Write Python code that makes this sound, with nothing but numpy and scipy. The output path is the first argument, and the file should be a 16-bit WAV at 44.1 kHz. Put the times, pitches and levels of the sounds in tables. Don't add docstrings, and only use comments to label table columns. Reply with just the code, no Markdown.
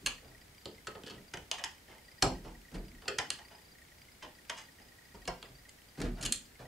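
import sys
import numpy as np
from scipy import signal
from scipy.fft import rfft, irfft, next_fast_len
from scipy.io import wavfile
from scipy.ndimage import uniform_filter1d

SR = 44100
rng = np.random.default_rng(int(sys.argv[2]) if len(sys.argv) > 2 else 0)


def store_pcm(level_fs):
    pcm = np.round(np.clip(level_fs, -1, 1) * 32767).astype(np.int16)
    wavfile.write(sys.argv[1], SR, np.atleast_2d(pcm).T)


N = 294147

# start in seconds, nominal drag time in seconds (sharpness shortens or
# lengthens the slips), ring level in dB, brightness in dB per octave, thud of the door in dB.
BLADE_CONTACTS = [(0.0612, 0.0008, -35, -0.5, -66), (0.0695, 0.00056, -37.5, -1.5, -66),
                  (3.3034, 0.00011, -38.5, 0.8, -66), (5.2542, 0.00035, -58, -3, -61),
                  (5.4268, 0.00048, -51.5, -6, -65), (5.6915, 0.001, -67, 4.5, -89),
                  (6.2095, 0.003, -56, 2.5, -57), (6.2265, 0.00047, -51.5, 2.5, -53),
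                  (6.25, 0.0026, -43.5, 1.5, -51), (6.2605, 0.0012, -41.5, 1.2, -58),
                  (6.3224, 0.00099, -42, 6.5, -70), (6.3595, 0.00026, -67.5, 9.5, -76)]
LATCH_CONTACTS = [(1.335, 0.0028, -45.5, -1, -51), (1.3705, 0.0015, -51.5, -0.3, -55),
                  (1.5138, 0.00034, -36.5, 1.6, -66), (1.539, 0.0023, -53, -1, -82),
                  (1.579, 0.0053, -49, -2, -83), (1.6385, 0.00074, -40, 1.5, -63),
                  (1.6445, 0.0013, -48.5, 4.5, -67), (1.87, 0.032, -64.5, -4.5, -66),
                  (3.1846, 0.0018, -34.5, 0.7, -50), (3.5, 0.018, -65, -6.5, -73),
                  (4.222, 0.0084, -52, -3.5, -59), (4.4962, 0.0019, -40.5, 0, -62.5),
                  (4.565, 0.017, -54, 1.5, -76), (3.385, 0.004, -57, -3.5, -78),
                  (4.797, 0.0024, -66, -3, -64)]
JAMB_CONTACTS = [(0.6562, 0.00052, -48.5, 0, -49), (0.87, 0.0013, -44.5, 1, -51),
                 (0.9503, 0.0022, -58, -6.5, -56), (1.035, 0.0003, -56.5, 0.5, -52.5),
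                 (1.058, 0.012, -55.5, 1.7, -59), (1.071, 0.00085, -55.5, 0.5, -58),
                 (1.095, 0.012, -54.5, 0.7, -54.5), (3.018, 0.0028, -61.5, -2, -70),
                 (3.056, 0.00062, -61, -5.5, -61), (3.078, 0.002, -37.5, 1.3, -48.5)]
DOOR_KNOCKS = [(2.2236, 0.0018, -31.5, 2.5, -34.5), (2.241, 0.0037, -55, -8.5, -40),
               (2.435, 0.026, -64.5, -2, -53), (5.139, 0.0079, -66, -2, -57.5),
               (5.2755, 0.0031, -43, -0.5, -46)]
DOOR_SHIFTS = [(0.01, 0.022, -78, 5, -56), (0.21, 0.048, -77.5, -3, -67), (1.145, 0.013, -73.5, -1.5, -65),
               (2.715, 0.0068, -69, 0.5, -51), (2.738, 0.012, -59, 1, -46),
               (2.752, 0.0033, -60.5, 0.5, -53), (2.82, 0.023, -87, -1, -66), (2.91, 0.016, -93, -1, -60.5),
               (5.48, 0.015, -84, -3, -61), (5.972, 0.018, -60.5, 0.5, -45), (6.002, 0.0016, -54, 2, -40),
               (6.015, 0.0045, -49.5, 3, -40), (6.035, 0.018, -56, -1, -42), (6.16, 0.043, -64, -1, -57.5),
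               (6.23, 0.005, -50.5, 6, -48.5), (6.589, 0.02, -63, -1, -58)]

# frequency in Hz, width in Hz before damping, relative level in dB.
BLADE_RESONANCES = [(251, 65, 3.5), (484, 80, -17), (668, 18, -22), (1190, 28, -7), (1350, 140, -12.5),
                    (1450, 44.0, -31), (1700, 54, 2), (1933, 51, -1.5), (2934, 690, 6), (3400, 300, -3.5),
                    (4255, 330, 3), (4900, 220, -2), (5640, 130, -7), (6580, 660, 5.5), (7250, 300, 5),
                    (8230, 72, 1), (9210, 240, 3.5), (10480, 160, 5)]
LATCH_RESONANCES = [(268, 150, -18.5), (728, 23, -5), (893, 190, 7), (1056, 31, -3), (1160, 84, -13),
                    (1400, 44, -14), (1580, 410, -6.5), (1873, 300, 1), (2170, 140, -12.5),
                    (2446, 140, -2.5), (2930, 290, 1.5), (3320, 28, -25.5), (4050, 180, -15),
                    (4920, 370, -2.5), (5280, 140, 0.5), (5970, 340, 1), (6330, 200, -0.5),
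                    (7490, 120, -0.5)]
JAMB_RESONANCES = [(229, 230, -1), (428, 75, -1), (506, 100, -3), (860, 630, -3), (1270, 83, 1),
                   (1470, 190, -4), (1677, 120, -4), (1864, 140, -8.5), (2640, 230, 3), (2980, 530, -1),
                   (4340, 250, -5), (5760.0, 40, -16), (6250, 61.0, -16), (7200, 57.0, 2), (7540, 34, -26)]
DOOR_RESONANCES = [(39.8, 15.4, -1), (81.6, 5.1, -17), (144, 36, -12.5), (177.3, 24, -3.5), (260, 19, -6),
                   (346, 290, -10.5), (516, 19, -4.5), (758, 194, 1), (868, 25, -2), (947, 50, -11),
                   (1373, 32, -11.5), (1580, 4.3, -9), (1880, 68, -12.5), (2180, 63, -14.5),
                   (2410, 39, -18), (2330, 35, -21), (2710, 230, -11), (3770, 120, -25), (4250, 140, -12),
                   (4850, 340, -23), (5130, 310, -13), (5560, 49, -14.5), (7585, 40, -8.5), (8200, 38, -31)]
SHIFT_RESONANCES = [(39.2, 10.6, 9.5), (64.7, 32, -7), (129.7, 27, 2.5), (155.4, 16, -3), (179.6, 6.9, 2),
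                    (238, 14.7, -2), (359, 6.7, -24), (476, 31, -21.5), (606, 86, -20), (796, 70, -24),
                    (1210, 18.0, -21), (1500.0, 750, -18.5)]

# low edge in Hz, high edge in Hz.
REGISTERS = [(25, 100), (100, 400), (400, 1300), (1300, 4500), (4500, 15000)]
# frequency in Hz, relative gain in dB.
CONTACT_TREBLE = [(6000, 2.5), (9000, 2.5), (11000, -1.5), (12000, -8), (15500, -19)]

# frequency in Hz, time to fall 60 dB in seconds.
ROOM_DECAY = [(40, 0.71), (150, 0.54), (500, 0.32), (1500, 0.23), (3000, 0.28), (7000, 0.28), (14000, 0.19)]
# frequency in Hz, room over direct sound in dB.
ROOM_LEVEL = [(40, 0.5), (200, 8), (700, 13), (1500, 3), (3000, 1), (6000, -5.5), (14000, -7)]
# frequency in Hz, left-right likeness (1 is mono).
ROOM_LIKENESS = [(60, 1), (200, 0.98), (600, 0.88), (1200, 0.33), (3000, 0.43), (10000, 0.25)]

# frequency in Hz, relative level in dB per Hz.
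TICK_COLOUR = [(1000, -28), (2200, 0.5), (2650, -6.5), (3150, -2.5), (3900, -26), (4900, -6.5),
               (6000, -14.5), (12000, -19.5)]
LOW_CHIRP_BUSY = [(1.9, 2.47), (2.54, 2.75), (4.78, 5.24), (5.61, 5.8)]
HIGH_CHIRP_BUSY = [(0.57, 0.81), (2.47, 2.5), (3.34, 3.71), (5.51, 5.7)]
# frequency in Hz, relative level in dB per Hz.
HISS_COLOUR = [(25, -7), (60, 6), (120, -0.5), (300, -4), (550, -6.5), (800, -8), (1100, -12), (2000, -7),
               (2700, -13), (4800, -12.5), (6000, -15.5), (8000, -16.5), (15000, -21.5)]
# frequency in Hz, left-right likeness (1 is mono).
HISS_LIKENESS = [(60, 1), (180, 0.95), (550, 0.053), (1650, 0.011), (5000, 0.022), (15000, 1)]

LEAD_S = .008
DRIVE_HZ, FIRST_TICK_S = 29.97, .0135
TOP_HZ = 15700


def blade_on_blade():
    return contacts(BLADE_CONTACTS, BLADE_RESONANCES, crack_db=-18, grit=0.26, sharp=0.93, damping=0.84,
                    grip_db=0.5, rumble_db=-4, wood_db=-15, tip_db=-0.36)


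def blade_on_latch():
    return contacts(LATCH_CONTACTS, LATCH_RESONANCES, crack_db=-14, grit=0.6, sharp=1.02, damping=0.96,
                    grip_db=1.5, rumble_db=-7, wood_db=-8.5, tip_db=-6.5)


def blade_on_jamb():
    return contacts(JAMB_CONTACTS, JAMB_RESONANCES, crack_db=-26, grit=1.0, sharp=1.0, damping=0.84,
                    grip_db=5.0, rumble_db=-9.5, wood_db=-5.5, tip_db=-8.0)


def door_knocks():
    return contacts(DOOR_KNOCKS, DOOR_RESONANCES, crack_db=-52, grit=0.42, sharp=1.25, damping=1.0,
                    grip_db=2.0, rumble_db=-0.5, wood_db=2.0, tip_db=-2.5)


def door_shifts():
    return contacts(DOOR_SHIFTS, SHIFT_RESONANCES, crack_db=-46, grit=0.42, sharp=1.44, damping=0.93,
                    grip_db=2.5, rumble_db=-0.5, wood_db=6, tip_db=-6.0)


def contacts(table, modes, crack_db, grit, sharp, damping, grip_db, rumble_db, wood_db, tip_db):
    out = np.zeros((2, N))
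    t = np.arange(SR * 2 // 3) / SR
    grip = amp(grip_db * rng.standard_normal((len(table), len(modes))))

    def body(hz):
        crack = amp(crack_db) / (1 + 1j * hz / 5000)
        return amp(along(CONTACT_TREBLE, hz)) * (grip @ resonances(modes, damping, hz) + crack)

    bursts = np.array([slips(t, row[1] / sharp, grit) for row in table])
    struck = filtered(bursts, body)
    splits = [signal.butter(4, edges, "band", fs=SR, output="sos") for edges in REGISTERS]
    octaves = np.log2(REGISTERS[3][1] / REGISTERS[3][0])
    for (s, drag, ring_db, bright, thud_db), sound in zip(table, struck):
        heard = signal.fftconvolve(sound[None], room(), axes=1)[:, :len(t)]
        span = .02 + 3 * drag
        tilt = bright * octaves
        levels = (thud_db + rumble_db, thud_db, ring_db + wood_db - tilt,
                  ring_db, ring_db + tip_db + tilt)
        for split, (low, high), db in zip(splits, REGISTERS, levels):
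            part = signal.sosfilt(split, heard)
            attack_s = LEAD_S + span + 2 / high
            attack = part.mean(0)[:round(attack_s * SR)]
            add(out, s - LEAD_S, amp(db) * part * np.sqrt(span * SR) / np.linalg.norm(attack))
    return out


def slips(t, drag, grit, even=0.39):
    u = np.maximum(t - LEAD_S, 0) / drag
    sizes = np.exp(grit * rng.standard_normal(len(t) // 32 + 1)).repeat(32)[:len(t)]
    spectrum = rfft(rng.standard_normal(len(t)) * sizes * u * np.exp(-u))
    smooth = uniform_filter1d(abs(spectrum), size=90) + 1e-6
    return irfft(spectrum / smooth ** even, len(t))


def resonances(modes, damping, hz):
    rows = []
    for centre, width, db in modes:
        loss = 1j * hz * width * damping
        rows.append(amp(db) * loss / (centre * centre - hz * hz + loss))
    return np.array(rows)


def room(echo_s=.0019, echo=0.82, build_s=0.00035):
    n = SR // 2
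    hz, t, noise = signal.stft(pair(n, ROOM_LIKENESS), SR, nperseg=256)
    t60 = along(ROOM_DECAY, hz)[:, None]
    gain = amp(along(ROOM_LEVEL, hz))[:, None] * np.sqrt(2 * np.log(1000) / (t60 * SR))
    tail = signal.istft(noise * gain * amp(-60 * t / t60), SR, nperseg=256)[1][:, :n]
    tail *= 1 - np.exp(-(np.arange(n) / SR / build_s) ** 2)
    tail[:, 0] += 1
    add(tail, echo_s * rng.uniform(.8, 1.2), echo * np.hanning(7) / 3)
    return tail


def camera():
    low = chirps(LOW_CHIRP_BUSY, hz=1900, step_hz=192, step_share=.3, length_s=.016, db=-56.5,
                 idle_share=.22, busy_share=.6)
    high = chirps(HIGH_CHIRP_BUSY, hz=4785, step_hz=140, step_share=.2, length_s=.022, db=-61,
                  idle_share=.25, busy_share=.75)
    return low + high + drive_ticks() + hiss()


def drive_ticks(tick_s=0.0032, uneven_db=3):
    beat, since = np.divmod(np.arange(N) / SR - FIRST_TICK_S, 1 / DRIVE_HZ)
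    size = amp(uneven_db * rng.standard_normal(int(beat[-1]) + 1))[beat.astype(int)]
    bursts = rng.standard_normal(N) * size * np.exp(-since / tick_s)
    ticks = filtered(bursts, lambda hz: amp(along(TICK_COLOUR, hz)))
    return amp(-71) * ticks / rms(ticks)


def chirps(busy, hz, step_hz, step_share, length_s, db, idle_share, busy_share, scatter_db=2.5,
           lag_s=0.0059, wander=.012, rasp=0.14, rasp_hz=200):
    out = np.zeros(N)
    t = np.arange(SR // 25) / SR - .02
    swell = np.cos(np.pi * np.clip(t / length_s, -.5, .5))
    ticks = np.arange(FIRST_TICK_S, N / SR, 1 / DRIVE_HZ)
    wavers = filtered(rng.standard_normal((len(ticks), len(t))), lambda f: np.exp(-(f / rasp_hz) ** 2))
    chances = rng.random((len(ticks), 2))
    scatter = rng.standard_normal((len(ticks), 2))
    for s, (chance, step), (size, detune), waver in zip(ticks, chances, scatter, wavers):
        is_busy = any(start < s < end for start, end in busy)
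        if chance < (busy_share if is_busy else idle_share):
            pitch = hz * (1 + wander * detune) + step_hz * (step < step_share)
            phase = 2 * np.pi * pitch * t + rasp * waver / rms(waver)
            add(out, s + lag_s + t[0], amp(db + scatter_db * size) * swell * np.sin(phase))
    return out


def hiss():
    noise = filtered(pair(N, HISS_LIKENESS), lambda hz: amp(along(HISS_COLOUR, hz)))
    return amp(-59.5) * noise / rms(noise)


def pair(n, alike):
    def weights(hz):
        turn = np.arccos(np.clip(along(alike, hz), -1, 1)) / 2
        return np.array([np.cos(turn), np.sin(turn)])

    mid, side = filtered(rng.standard_normal((2, n)), weights)
    return np.array([mid + side, mid - side])


def amp(db):
    return 10 ** (np.asarray(db) / 20)


def rms(x):
    return np.sqrt(np.mean(x ** 2) + 1e-20)


def along(points, hz):
    f, v = np.transpose(points)
    return np.interp(np.log(hz + 1), np.log(f + 1), v)


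def filtered(x, response):
    n = x.shape[-1]
    m = next_fast_len(n + 8192)
    return irfft(rfft(x, m) * response(np.fft.rfftfreq(m, 1 / SR)), m)[..., :n]


def add(out, s, sound):
    part = out[..., max(0, round(s * SR)):][..., :sound.shape[-1]]
    part += sound[..., :part.shape[-1]]


def scene():
    door_work = blade_on_blade() + blade_on_latch() + blade_on_jamb() + door_knocks() + door_shifts()
    return door_work * amp([[-.25], [.25]]) + camera()


def record(dry):
    return filtered(dry, lambda hz: hz < TOP_HZ)


dry = scene()
out = record(dry)
store_pcm(out)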